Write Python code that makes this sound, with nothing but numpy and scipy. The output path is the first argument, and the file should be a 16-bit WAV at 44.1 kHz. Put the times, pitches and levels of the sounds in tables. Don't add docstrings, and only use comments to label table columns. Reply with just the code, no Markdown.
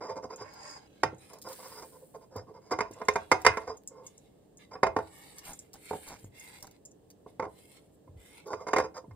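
import sys
import numpy as np
from scipy import signal
from scipy.fft import rfft, irfft, next_fast_len
from scipy.io import wavfile
from scipy.ndimage import uniform_filter1d, map_coordinates

SR = 44100
rng = np.random.default_rng(int(sys.argv[2]) if len(sys.argv) > 2 else 0)


def pcm_store(signal):
    levels = np.round(np.clip(np.atleast_2d(signal), -1, 1) * 32767)
    wavfile.write(sys.argv[1], SR, levels.astype(np.int16).T)


N = 403515
RING_SIZE = 16384
RUB_SPOT_DB = 6

# (time [s], flow level [dB])
STREAM = [(1.43, -76), (1.49, -54), (1.56, -55.5), (1.72, -55.5), (1.86, -60.5), (2.0, -65), (2.21, -74.5),
          (2.33, -90)]
# (frequency [Hz], relative level [dB])
SPRAY = [(2000, -22), (5500, -11), (8000, 4.5), (9800, 5.5), (12500, 2.5), (16000, 1.5)]
# (frequency [Hz], relative level [dB])
PATTER = [(500, -14.5), (1500, 4.5), (3000, -1.5), (5000, 3), (7500, -10), (11000, -15)]


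def stream(crystals_per_s=16000, patter_db=-59, patter_follows=1.57, size=65536):
    out, start = np.zeros((2, N)), STREAM[0][0]
    flow, = rest_outside(STREAM, start + seconds_of(size))
    crystals = np.array([grains(size, per_s=crystals_per_s, spread_db=4.5) for _ in range(4)])
    spray = flow * diffuse(crystals[:2], body(SPRAY, [], size), (8000, 15000))
    patter_gain = from_db(patter_db) * (flow / flow.max()) ** patter_follows
    patter = patter_gain * diffuse(crystals[2:], body(PATTER, [], size), (2700, 7000))
    add_pair(out, start, spray + patter)
    return out


# (start [s], swell [s], hold [s], fade [s], relative hiss level [dB],
# relative level of the rush inside the cup [dB], glide of the rush [octaves/s])
SPILLS = [(0.351, 0.038, 0.75, 0.2, -82, -74, 0), (1.157, 0.09, 0.056, 0.25, -61.5, -69.5, 0.12),
          (2.91, 0.028, 0.69, 0.14, -67.5, -64.5, -0.098), (4.024, 0.04, 0.023, 0.36, -66, -70, 0.023),
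          (4.583, 0.043, 0.013, 0.074, -72.5, -67, -.8), (4.92, 0.38, 0.083, 0.26, -58, -64, -0.1),
          (5.428, .04, 0.047, 0.17, -50.5, -60, -0.12), (5.702, 0.35, 0.038, 0.15, -51.5, -59, 0.14),
          (6.186, 0.055, 0.025, 0.058, -64.5, -74, -0.024), (6.31, 0.15, 0.098, 0.21, -56.5, -60.5, 0.16),
          (7.257, 0.038, 0.018, 0.072, -71.5, -74.5, 0), (7.458, 0.16, 0.16, 0.14, -62.5, -69, 0.23),
          (7.92, .025, 0.011, 0.043, -71.5, -86.5, -0.065), (8.161, 0.11, 0.11, 0.091, -60, -64.5, 0.51)]
# (frequency [Hz], relative level [dB])
HISS = [(1000, -34), (3500, -18), (5500, -18.5), (7500, 2), (9500, -3.5), (12000, 2.5), (14500, -7),
        (16000, -19)]
# (frequency [Hz], width [Hz], lift [dB])
SUGAR_MODES = [(6013, 160, 3.7), (7000, 100, 7), (8070, 120, 6), (8550, 120, 5), (9380, 110, 14),
               (9720, 60, 4), (10130, 100, 6.3), (12300, 150, 3), (12900, 200, 4)]
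# (frequency [Hz], relative level [dB])
RUSH = [(200, -14.5), (700, -0.5), (1200, 3), (2200, 4), (4200, 1.5), (6000, -1), (10000, -20.5)]
# (frequency [Hz], width [Hz], lift or dip [dB])
CUP_MODES = [(790, 60, 9.5), (1250, 250, -2.5), (1630, 110, 1.5), (2110, 54, 11), (2581, 160, 4),
             (3470, 126, 1.5), (3930, 73, 8), (4300, 300, -3.5), (4650, 150, 1.5), (5700, 300, -8)]


def sugar(edge_s=0.038, hiss_db=-4.5, rush_db=0.5, coarse_db=-6, coarse_per_s=90, hollow_db=6.5,
          hollow_spacing_hz=130, clump_db=1.5, clumps_per_s=45, surge_db=3.0, surges_per_s=16,
          swell_power=1.05, fade_drop_db=23, fade_power=0.78, rush_follows=0.86, size=65536):
    out, t = np.zeros((2, N)), seconds_of(size)
    glass, cup = body(HISS, SUGAR_MODES, size), body(RUSH, CUP_MODES, size)
    for s, swell, hold, fade, hiss, rush, glide in SPILLS:
        end = swell + hold + fade
        fade_db = -fade_drop_db * np.clip((t - swell - hold) / fade, 0, 1) ** fade_power
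        rise = np.sin(np.pi / 2 * np.minimum(t / swell, 1)) ** swell_power
        edge = np.clip(1 - (t - end) / edge_s, 0, 1)
        flow = uneven(t, clump_db, clumps_per_s) * rise * edge
        crystals = np.array([grains(size, per_s=5400, spread_db=1.5) for _ in range(2)])
        crystals = crystals + from_db(coarse_db) * grains(size, per_s=coarse_per_s, spread_db=3.0)
        hissing = shifting(crystals, glass, (3500, 10000), hollow_db, hollow_spacing_hz)
        hissing = from_db(hiss_db + hiss + fade_db) * hissing
        hollow = shifting(crystals[::-1], cup, (2500, 5500), hollow_db, hollow_spacing_hz)
        hollow = gliding(hollow, glide * (np.minimum(t, end) - swell))
        rushing = from_db(rush_db + rush + rush_follows * fade_db) * hollow
        add_pair(out, s, flow * (hissing + rushing * uneven(t, surge_db, surges_per_s)))
    return out


# (time [s], length [s], level [dB])
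LUMPS = [(5.445, 0.11, -51.5), (5.737, 0.036, -56), (6.061, 0.11, -51), (6.548, 0.021, -62.5),
         (6.623, 0.036, -53.5), (6.666, 0.019, -59.5)]
# (frequency [Hz], relative level [dB])
LUMP_TONE = [(100, 11), (450, 4), (900, 8.5), (1500, 3), (2500, -14.5), (4500, -7), (6000, 1.5),
             (10000, -20.5), (15000, -21)]


def lumps():
    out, t, heap = np.zeros(N), seconds_of(RING_SIZE), body(LUMP_TONE, CUP_MODES, RING_SIZE)
    for s, length, db in LUMPS:
        shower = np.sqrt(arch(t, length)) * grains(RING_SIZE, per_s=4200, spread_db=3)
        add(out, s, voiced(rfft(shower) * heap, [(300, 11000)], [db], seconds=length))
    return out


# (frequency [Hz], relative level [dB])
BOWL = [(30, -43.5), (80, -16), (170, -7.5), (350, -10), (600, -5.5), (950, 7.5), (1400, -7.5),
        (2200, -19.5), (2900, -27), (4200, -29.5), (5600, -24.5), (8000, -31), (10000, -31), (15000, -43.5)]
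# (frequency [Hz], width [Hz], lift or dip [dB])
BOWL_MODES = [(102, 8, 9.5), (322, 4.6, 8), (425.9, 21, 10), (516.5, 29, 10.5), (574, 6.7, -17.5),
              (658, 18, 8.5), (742, 15, 10), (770, 40, 4.5), (900.5, 60.4, 10.5), (1044, 50, 15),
              (1130, 33, 6.5), (1230, 40, 6), (1283, 92, -9.5), (1356, 140, 6), (1470, 260, 8),
              (1830, 13, 7), (2114, 62, 14), (2470, 37, -7.5), (2385, 21, 11.5), (2504, 12, 15.5),
              (2584, 15, 6), (2800, 45, 6), (3000, 70, 2.5), (3610, 20, 8.5), (3770, 34, 7.5),
              (4760, 45, 12), (5090, 80, 15), (5120, 300, 4), (6310, 360, 12), (6560, 110, 4),
              (6800, 60, 1.5), (8560, 200, 7), (14150, 210, 7.5)]


def cup_and_bowl():
    return body(BOWL, BOWL_MODES, RING_SIZE)


# (frequency [Hz], width [Hz], sign)
GLASS_PAIR = [(4370, 120, 0.83), (5100, 120, -1)]


def glass_wall(trade_db=4):
    favour_db = trade_db * rng.uniform(-1, 1)
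    return body([(1000, 0)], [(hz, width, sign * favour_db) for hz, width, sign in GLASS_PAIR], RING_SIZE)


# (time [s], relative strength [dB], hardness [dB], clank of the glass [dB])
KNOCKS = [(.012, -39.5, -13, -2), (0.052, -43, -16, 2), (0.182, -53, -23, 0), (0.242, -38, -22, -9),
          (0.326, -50, -20.5, -4), (0.414, -43.5, -18, -3), (1.0331, -23, -4.5, -12.5),
          (1.127, -42.5, -44, 13), (2.358, -35.5, -21.5, -2), (2.712, -34, -8, 2), (2.733, -32, -8, 0),
          (2.788, -30, -7, -2), (2.8065, -29, -4.5, 6), (2.908, -43.5, -33, 3), (3.016, -35, -9.5, -7),
          (3.0842, -22, -4, 6.5), (3.157, -26, -6.5, -1.5), (3.316, -18.5, -4, 8.5), (3.4492, -25, -4, -5),
          (3.4649, -17, -2, -2), (3.572, -30.5, -6.5, 3.5), (3.676, -43.5, -7.5, 5.5), (4.754, -40, -11, 0),
          (4.8314, -18, -7.5, 0), (4.866, -30, -7, -4), (4.9642, -23.5, -10, -13), (4.9871, -31, -10, -12),
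          (5.003, -39.5, -12, -6), (5.9088, -30.5, -15, -21), (5.931, -34, -12.5, -22),
          (5.95, -38.5, -26, -10), (7.262, -44.5, -21, 2.5), (7.3965, -29, -10, 4.5),
          (7.4244, -34, -11, 7.5), (7.44, -40, -9.5, 5), (7.452, -45.5, -8, -14), (7.464, -40.5, -21, -21),
          (8.076, -53.5, -18, 27), (8.532, -33, -9, 5), (8.668, -37, -8.5, 2), (8.685, -36.5, -6.5, 2),
          (8.733, -23, -6.5, -8), (8.763, -23.5, -6, 4.5), (8.784, -26, -5.5, -19), (8.799, -32, -5, -21),
          (9.041, -49, -21.5, 11.5), (9.11, -55, -8, 1.5)]
# (low edge [Hz], high edge [Hz])
KNOCK_BANDS = [(60, 300), (300, 700), (700, 1400), (1400, 2700), (3500, 10000)]
# (level against the strength [dB], slope [dB per dB of hardness])
KNOCK_COLOUR = [(-19, -0.29), (-3, 0), (1, 0.49), (4, 1.68), (-1.5, 2.5)]
# (frequency [Hz], width [Hz], signed share of the clank [ratio])
CLANK = [(2155, 190, 1.2), (1008, 75.7, 0.4), (813, 190, -0.53)]


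def knocks(bowl, bite_s=0.002, buzz_t60=0.025, click_db=5, rattle_t60=0.21, rattle_db=-24, rattle_hz=2400,
           rattle_spot_db=6, spot_db=3.2, even_hz=280, level_db=-0.45):
    out, t = np.zeros(N), seconds_of(RING_SIZE)
    bite = 1 - np.exp(-t / bite_s)
    for s, db, hardness_db, clank_db in KNOCKS:
        click = from_db(click_db) * (t == 0)
        buzz = bite * dying(t, buzz_t60) * grains(RING_SIZE, per_s=6500, spread_db=4)
        rattle = bite * from_db(rattle_db) * dying(t, rattle_t60)
        rattle = rattle * grains(RING_SIZE, per_s=7500, spread_db=5.5)
        clank = body([(1000, 0)], [(hz, width, share * clank_db) for hz, width, share in CLANK], RING_SIZE)
        blow = evened(click + buzz, even_hz) * clank * fine_modes(RING_SIZE, spot_db, spacing_hz=95.45)
        rattle_colour = dulled(rattle_hz) * fine_modes(RING_SIZE, rattle_spot_db, spacing_hz=55)
        blow = blow + rfft(rattle) * rattle_colour
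        levels_db = band_levels(KNOCK_COLOUR, db, hardness_db)
        add(out, s, voiced(blow * bowl * glass_wall(), KNOCK_BANDS, levels_db, seconds=0.018))
    return from_db(level_db) * out


# (time [s], length [s], relative strength [dB], grittiness [dB])
RUBS = [(.005, 0.043, -41.5, 1.5), (0.024, 0.057, -43, 2), (.08, 0.054, -35, -1.5),
        (0.154, 0.036, -37, -1.5), (0.223, 0.036, -42.5, 2), (0.29, 0.058, -43, 2), (0.375, 0.067, -46, 5),
        (1.29, 0.1, -53, 0.5), (1.443, 0.043, -42, 2.5), (1.492, 0.038, -46, 2.5), (1.584, 0.026, -48, 2.5),
        (1.621, 0.063, -49.5, 5), (1.688, 0.11, -53.5, 5.5), (1.772, 0.038, -50.5, 7.5),
        (1.807, 0.042, -47.5, 3.5), (1.919, 0.056, -53.5, -2), (2.013, 0.018, -46, -26),
        (2.138, 0.028, -41.5, -4), (2.207, .04, -55.5, 0.5), (2.306, 0.12, -49.5, 0),
        (2.353, 0.047, -42, 2), (2.466, 0.057, -48, -7), (2.537, 0.052, -50.5, -1), (2.609, 0.29, -61, 5.5),
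        (2.708, 0.025, -29.5, 3.5), (2.946, 0.06, -49.5, -3), (3.002, 0.012, -38.5, -6.5),
        (3.597, 0.16, -47, -2), (3.671, 0.043, -36, 0.5), (3.892, 0.18, -51.5, -4),
        (4.708, 0.044, -46.5, 4.5), (8.454, 0.105, -37.5, -1), (8.545, .11, -46, -1.5),
        (8.699, .035, -48, 3.5), (8.67, 0.02, -40.5, 3.5), (8.762, 0.052, -29, -3),
        (8.807, 0.061, -37.5, -0.5), (8.941, 0.052, -42.5, 3)]
# (low edge [Hz], high edge [Hz])
RUB_BANDS = [(300, 700), (700, 1400), (1400, 2700), (4500, 7500)]
# (level against the strength [dB], slope [dB per dB of grittiness])
RUB_COLOUR = [(-1.5, 0), (-5, 0.55), (-17.5, 1.55), (-15.5, 1.86)]
# (frequency [Hz], relative level [dB])
RUB_TILT = [(100, -8.5), (300, -9), (480, 4), (750, -4), (1020, -3.5), (3500, -4), (7000, -1), (10000, -9),
            (15000, -0.5)]


def rubs(bowl, slips_per_s=3000, swell=0.54, slide_s=0.06, sing_hz=4980, sing_width_hz=260, sing_db=7.5,
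         catch_db=3, catches_per_s=110, trail_db=-6.5, trail_t60=0.12, trail_hz=3000, level_db=-2):
    out, t = np.zeros(N), seconds_of(RING_SIZE)
    rubbed = bowl * body(RUB_TILT, [(sing_hz, sing_width_hz, sing_db)], RING_SIZE)
    slide = np.pi / 2 * t / slide_s
    for s, length, db, grit_db in RUBS:
        pressure = arch(t, length) ** swell * uneven(t, catch_db, catches_per_s)
        force = 0
        for weight in (np.cos(slide), np.sin(slide)):
            slips = evened(weight * pressure * grains(RING_SIZE, per_s=slips_per_s, spread_db=1.5))
            force = force + slips * fine_modes(RING_SIZE, RUB_SPOT_DB, spacing_hz=88.4)
        trail = (t > length / 2) * from_db(trail_db) * dying(np.maximum(t - length, 0), trail_t60)
        trail = trail * grains(RING_SIZE, per_s=slips_per_s, spread_db=0.0)
        force = force + rfft(trail) * dulled(trail_hz)
        levels_db = band_levels(RUB_COLOUR, db, grit_db)
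        add(out, s, voiced(force * rubbed * glass_wall(), RUB_BANDS, levels_db, seconds=length))
    return from_db(level_db) * out


# (time [s], level of the bowl's rasp [dB], level of the glass singing [dB])
SCRAPE = [(.42, -75, -76), (0.451, -51.5, -65), (.52, -54.5, -60.5), (.59, -52, -54.5), (.72, -51.5, -48.5),
          (.775, -51, -52), (.80, -62, -63), (.87, -67, -73)]
# (frequency [Hz], relative level [dB])
RASP = [(150, -22), (450, -2.5), (900, 1), (1500, -3), (2200, -3.5), (3000, -21), (6000, -55)]
# (frequency [Hz], relative level [dB])
SING = [(2500, -18), (4300, -18.5), (5500, -11.5), (7000, -6.5), (8200, -8), (9500, -16), (16000, -28)]
# (frequency [Hz], width [Hz], lift [dB])
SING_MODES = [(4800, 150, 17.5), (5030, 110, 24.5), (6700, 200, 14), (7300, 200, 5), (10900, 400, 10)]


def scrape(catch_db=-1.0, catches_per_s=70, size=32768):
    out, start, t = np.zeros((2, N)), SCRAPE[0][0], seconds_of(size)
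    voices = [(body(RASP, [], size), (600, 2600)), (body(SING, SING_MODES, size), (4500, 8000))]
    grip = uneven(t, catch_db, catches_per_s)
    for gain, (response, band) in zip(rest_outside(SCRAPE, start + t), voices):
        slips = np.array([grains(size, per_s=4000, spread_db=2.0) for _ in range(2)])
        add_pair(out, start, gain * grip * shifting(slips, response, band, RUB_SPOT_DB, spacing_hz=99.3))
    return out


# (time [s], relative level [dB])
CHARMS = [(.3603, -51), (1.144, -68), (1.182, -65), (2.934, -56.5), (3.051, -61), (3.136, -53), (3.77, -56),
          (3.875, -42.5), (4.066, -46.5), (4.178, -58), (4.572, -57), (5.532, -47), (5.59, -46.5),
          (6.243, -60), (6.396, -52.5), (6.852, -49), (6.911, -63.5)]
# (time [s], relative level [dB])
CRUMBS = [(.5366, -65), (1.334, -59), (1.385, -66), (1.417, -54), (1.437, -67), (1.487, -57.5),
          (1.5285, -54), (2.361, -60.5), (2.912, -65), (3.416, -58.5), (5.384, -53), (5.398, -78),
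          (5.453, -58), (5.733, -56), (6.083, -55), (6.626, -52.5), (6.669, -62.5), (6.711, -67),
          (7.103, -62.5), (8.47, -65), (6.19, -67), (6.605, -69)]
# (low edge [Hz], high edge [Hz])
TICK_BANDS = [(2500, 5500), (6000, 9000), (9000, 15500)]
# (low [dB], middle [dB], high [dB])
CHARM_COLOUR_DB = (-23, 0.5, -14.5)
# (low [dB], middle [dB], high [dB])
CRUMB_COLOUR_DB = (-1.5, -1, 0.5)
# (frequency [Hz], relative level [dB])
CHARM = [(300, -30), (1500, -13.5), (3000, -11), (5500, 7.5), (7200, -1.5), (10000, -4.5), (16000, -9.5)]
# (frequency [Hz], width [Hz], lift [dB])
CHARM_MODES = [(4322, 89, 0), (6700, 140, 10), (7150, 27, 12), (7640, 43, 3.5), (10400, 150, 0.5),
               (13100, 200, 1)]


def ticks(rise_s=0.00086, jitter_t60=0.041, jitter_db=-11, own_modes_db=4, level_db=-4.0):
    out, t, charm = np.zeros(N), seconds_of(RING_SIZE), body(CHARM, CHARM_MODES, RING_SIZE)
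    settling = (1 - np.exp(-t / rise_s)) * from_db(jitter_db) * dying(t, jitter_t60)
    for touches, colour_db in [(CHARMS, CHARM_COLOUR_DB), (CRUMBS, CRUMB_COLOUR_DB)]:
        for s, db in touches:
            force = (t == 0) + settling * grains(RING_SIZE, per_s=2100, spread_db=1.0)
            own = fine_modes(RING_SIZE, own_modes_db, spacing_hz=201.4)
            add(out, s, voiced(rfft(force) * charm * own, TICK_BANDS, np.add(db, colour_db), seconds=0.046))
    return from_db(level_db) * out


# (time [s], level [dB], pitch [Hz])
BUMPS = [(0.409, -44, 117), (1.046, -35, 130), (1.122, -41, 121), (2.364, -34.5, 102), (3.487, -36, 77),
         (3.679, -47, 86), (4.868, -43.5, 76.2), (6.235, -37.5, 87.5), (8.088, -41.5, 110),
         (8.151, -39.5, 75), (9.077, -40, 119), (9.112, -37.5, 91.2)]


def bumps(rise_s=0.0046, width_hz=32, bump_t60=0.22, shake_db=-22.5, shake_hz=85, shake_t60=0.45):
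    out, t, hz = np.zeros(N), seconds_of(RING_SIZE), bins(RING_SIZE)
    pushes = [(s, db, pitch, bump_t60) for s, db, pitch in BUMPS]
    pushes += [(s, db + shake_db, shake_hz, shake_t60) for s, db, *_ in KNOCKS]
    for s, db, pitch, t60 in pushes:
        narrow = rfft(rng.standard_normal(RING_SIZE)) * np.exp(-((hz - pitch) / width_hz) ** 2)
        steady = np.cos(np.angle(signal.hilbert(irfft(narrow))))
        add(out, s, steady * (1 - np.exp(-t / rise_s)) * from_db(db) * dying(t, t60))
    return signal.sosfilt(signal.butter(2, 55, "high", fs=SR, output="sos"), out)


def near_echoes(x, echo_db=-13, echo_t60=0.036):
    t = seconds_of(RING_SIZE)
    echoes = rng.standard_normal((2, RING_SIZE)) * dying(t, echo_t60) * (t > .001)
    echoes = echoes / np.sqrt(np.sum(echoes[0] ** 2))
    echoes = signal.sosfilt(signal.butter(1, 300, "high", fs=SR, output="sos"), echoes)
    return from_db(echo_db) * signal.fftconvolve(echoes, x[None], axes=1)[:, :N]


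def kitchen(x, bass_t60=0.31, middle_t60=0.23, clank_t60=0.23, treble_t60=0.15, clank_db=-4, treble_db=3.0,
            delay_s=0.0062, wet_db=-16.5):
    t, hz, tail = seconds_of(RING_SIZE), bins(RING_SIZE), 0
    white = rfft(rng.standard_normal((2, RING_SIZE)))
    registers = [(0, 1000, bass_t60, 0.0015), (335, 1600, middle_t60, 0),
                 (1410, 4500, clank_t60, clank_db), (2680, 10000, treble_t60, treble_db)]
    for low, high, t60, db in registers:
        fade = dying(t, t60) * (t > delay_s)
        fade = fade / np.sqrt(np.sum(fade ** 2))
        tail = tail + from_db(db) * irfft(white * ((hz >= low) & (hz < high))) * fade
    return from_db(wet_db) * signal.fftconvolve(tail, x[None], axes=1)[:, :N]


# (frequency [Hz], relative level [dB])
ROOM_TONE = [(15, -61), (30, -28), (60, -17.5), (186, -13), (250, -19), (286, -12), (373, -18.5),
             (438, -13.5), (749, -26), (1500, -44.5), (1670, -39), (2240, -49), (2700, -43.5),
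             (6040, -48.5), (6900, -44.5), (15000, -50.5)]


def room_tone(level_db=-60.5):
    size = 2 * next_fast_len(N // 2 + 1)
    murmur = diffuse(rng.standard_normal((2, size)), body(ROOM_TONE, [], size), (0, SR))
    return from_db(level_db) * murmur[:, :N]


def from_db(db):
    return 10 ** (np.asarray(db) / 20)


def seconds_of(size):
    return np.arange(size) / SR


def dying(t, t60):
    return from_db(-60 * t / t60)


def arch(t, length):
    return np.maximum(np.sin(np.pi * np.minimum(t / length, 1)), 0)


def at_hz(points, hz):
    points = np.array(points)
    return np.interp(np.log(hz + 0.0017), np.log(points[:, 0]), points[:, 1])


def bins(size):
    return np.arange(size // 2 + 1) * SR / size


def causal(db):
    cepstrum = irfft(np.log(from_db(db)))
    half = len(cepstrum) // 2
    return np.exp(rfft(np.r_[cepstrum[0], 2 * cepstrum[1:half], np.zeros(half)]))


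def body(spectrum, modes, size):
    hz = bins(size)
    response = causal(at_hz(spectrum, hz))
    for centre, width, lift_db in modes:
        damping = 1j * hz * width
        resonance = damping / (centre ** 2 - hz ** 2 + damping)
        response = response * (1 + (from_db(lift_db) - 1) * resonance)
    return response


def fine_modes(size, depth_db, spacing_hz):
    heights = np.clip(rng.standard_normal(4000), -2, 2)
    return causal(depth_db * np.interp(bins(size) / spacing_hz, np.arange(len(heights)), heights))


def dulled(hz):
    return 1 / (1 + 1j * bins(RING_SIZE) / hz) ** 2


def evened(force, width_hz=120):
    spectrum = rfft(force)
    power = uniform_filter1d(abs(spectrum) ** 2, max(round(width_hz * RING_SIZE / SR), 1))
    return spectrum * causal(-10 * np.log10(np.maximum(power / power.mean(), 1e-2)))


def band_power(spectrum, low, high):
    size = 2 * (spectrum.shape[-1] - 1)
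    hz = bins(size)
    inside = spectrum[..., (hz >= low) & (hz < high)]
    return 2 * np.mean(np.sum(abs(inside) ** 2, axis=-1)) / size + 1e-20


def band_levels(rule, strength_db, hardness_db):
    return [strength_db + offset_db + slope * hardness_db for offset_db, slope in rule]


def voiced(spectrum, bands, levels_db, seconds):
    for _ in range(2):
        gains = []
        for (low, high), db in zip(bands, levels_db):
            present_db = 10 * np.log10(band_power(spectrum, low, high) / (seconds * SR))
            gains.append((np.sqrt(low * high), db - present_db))
        spectrum = spectrum * causal(at_hz(gains, bins(RING_SIZE)))
    return irfft(spectrum)


def grains(size, per_s, spread_db):
    hits = rng.random(size) < per_s / SR
    clicks = hits * rng.standard_normal(size) * from_db(spread_db * rng.standard_normal(size))
    return clicks / (clicks.std() + 1e-12)


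def uneven(t, depth_db, per_s):
    heights = np.clip(rng.standard_normal(1000), -2, 2)
    return from_db(depth_db * np.interp(t * per_s, np.arange(1000), heights))


def rest_outside(rows, t):
    s, *columns = np.transpose(rows)
    return [from_db(np.interp(t, s, db, left=-200, right=-200)) for db in columns]


def shifting(source, response, band, depth_db, spacing_hz, swing_s=0.25):
    size = source.shape[1]
    swing = np.pi * seconds_of(size) / swing_s + rng.uniform(0, np.pi)
    out = 0
    for k, weight in enumerate([np.cos(swing), np.sin(swing)]):
        coloured = response * fine_modes(size, depth_db, spacing_hz)
        out = out + weight * diffuse(np.roll(source, k * size // 2, axis=1), coloured, band)
    return out


def gliding(pair, octaves):
    place = np.cumsum(2 ** octaves)
    return np.array([map_coordinates(x, [place], order=3, mode="mirror") for x in pair])


# (frequency [Hz], likeness [0 to 1])
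LIKENESS = [(100, 1), (600, 0.19), (2000, 0.21), (5000, 0.13), (9000, 0.99)]


def diffuse(pair, response, band):
    size = pair.shape[1]
    mid, side = rfft(pair) * response
    alike = np.clip(at_hz(LIKENESS, bins(size)), 0, 1)
    both = np.sqrt(1 + alike) * mid + np.sqrt(1 - alike) * side * [[1], [-1]]
    return irfft(both / np.sqrt(band_power(both, *band) / size))


def add(track, s, sound):
    start = max(round(s * SR), 0)
    track[start:start + len(sound)] += sound[:N - start]


def add_pair(tracks, s, pair):
    for track, sound in zip(tracks, pair):
        add(track, s, sound)


def scene():
    bowl = cup_and_bowl()
    contacts = knocks(bowl) + rubs(bowl) + ticks() + lumps() + bumps()
    pouring = stream() + sugar()
    return pouring + contacts + scrape() + near_echoes(contacts) + kitchen(contacts) + room_tone()


# (frequency [Hz], phase [rad])
PORT_PHASE = [(100, 0), (520, -.2), (950, .6), (1290, .2), (1720, .4), (2150, -.3), (2410, -1.9),
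              (2700, -2.2), (3500, -1.2), (4400, 0), (5100, 2.9), (6500, 3.7), (8400, 6.2), (9500, 6.4),
              (11000, 9.3), (12200, 9.7), (13200, 12.4), (14800, 12.8), (16000, 15.7)]
# (frequency [Hz], difference [dB])
PORT_BALANCE = [(120, .7), (350, -2.3), (1100, -2.3), (2100, -5), (4500, -2.7), (8000, 0)]


def record(dry, overload=0.88, cutoff_hz=15900):
    size = next_fast_len(N + RING_SIZE)
    hz, sides = bins(size), np.array([[1], [-1]])
    strength = from_db(sides * at_hz(PORT_BALANCE, hz) / 2)
    phase = np.exp(.5j * sides * at_hz(PORT_PHASE, hz))
    heard = irfft(rfft(dry, size) * strength * phase, size)[:, :N]
    heard = np.clip(heard, -overload, overload)
    return signal.sosfilt(signal.ellip(10, .1, 80, cutoff_hz, fs=SR, output="sos"), heard)


dry = scene()
out = record(dry)
pcm_store(out)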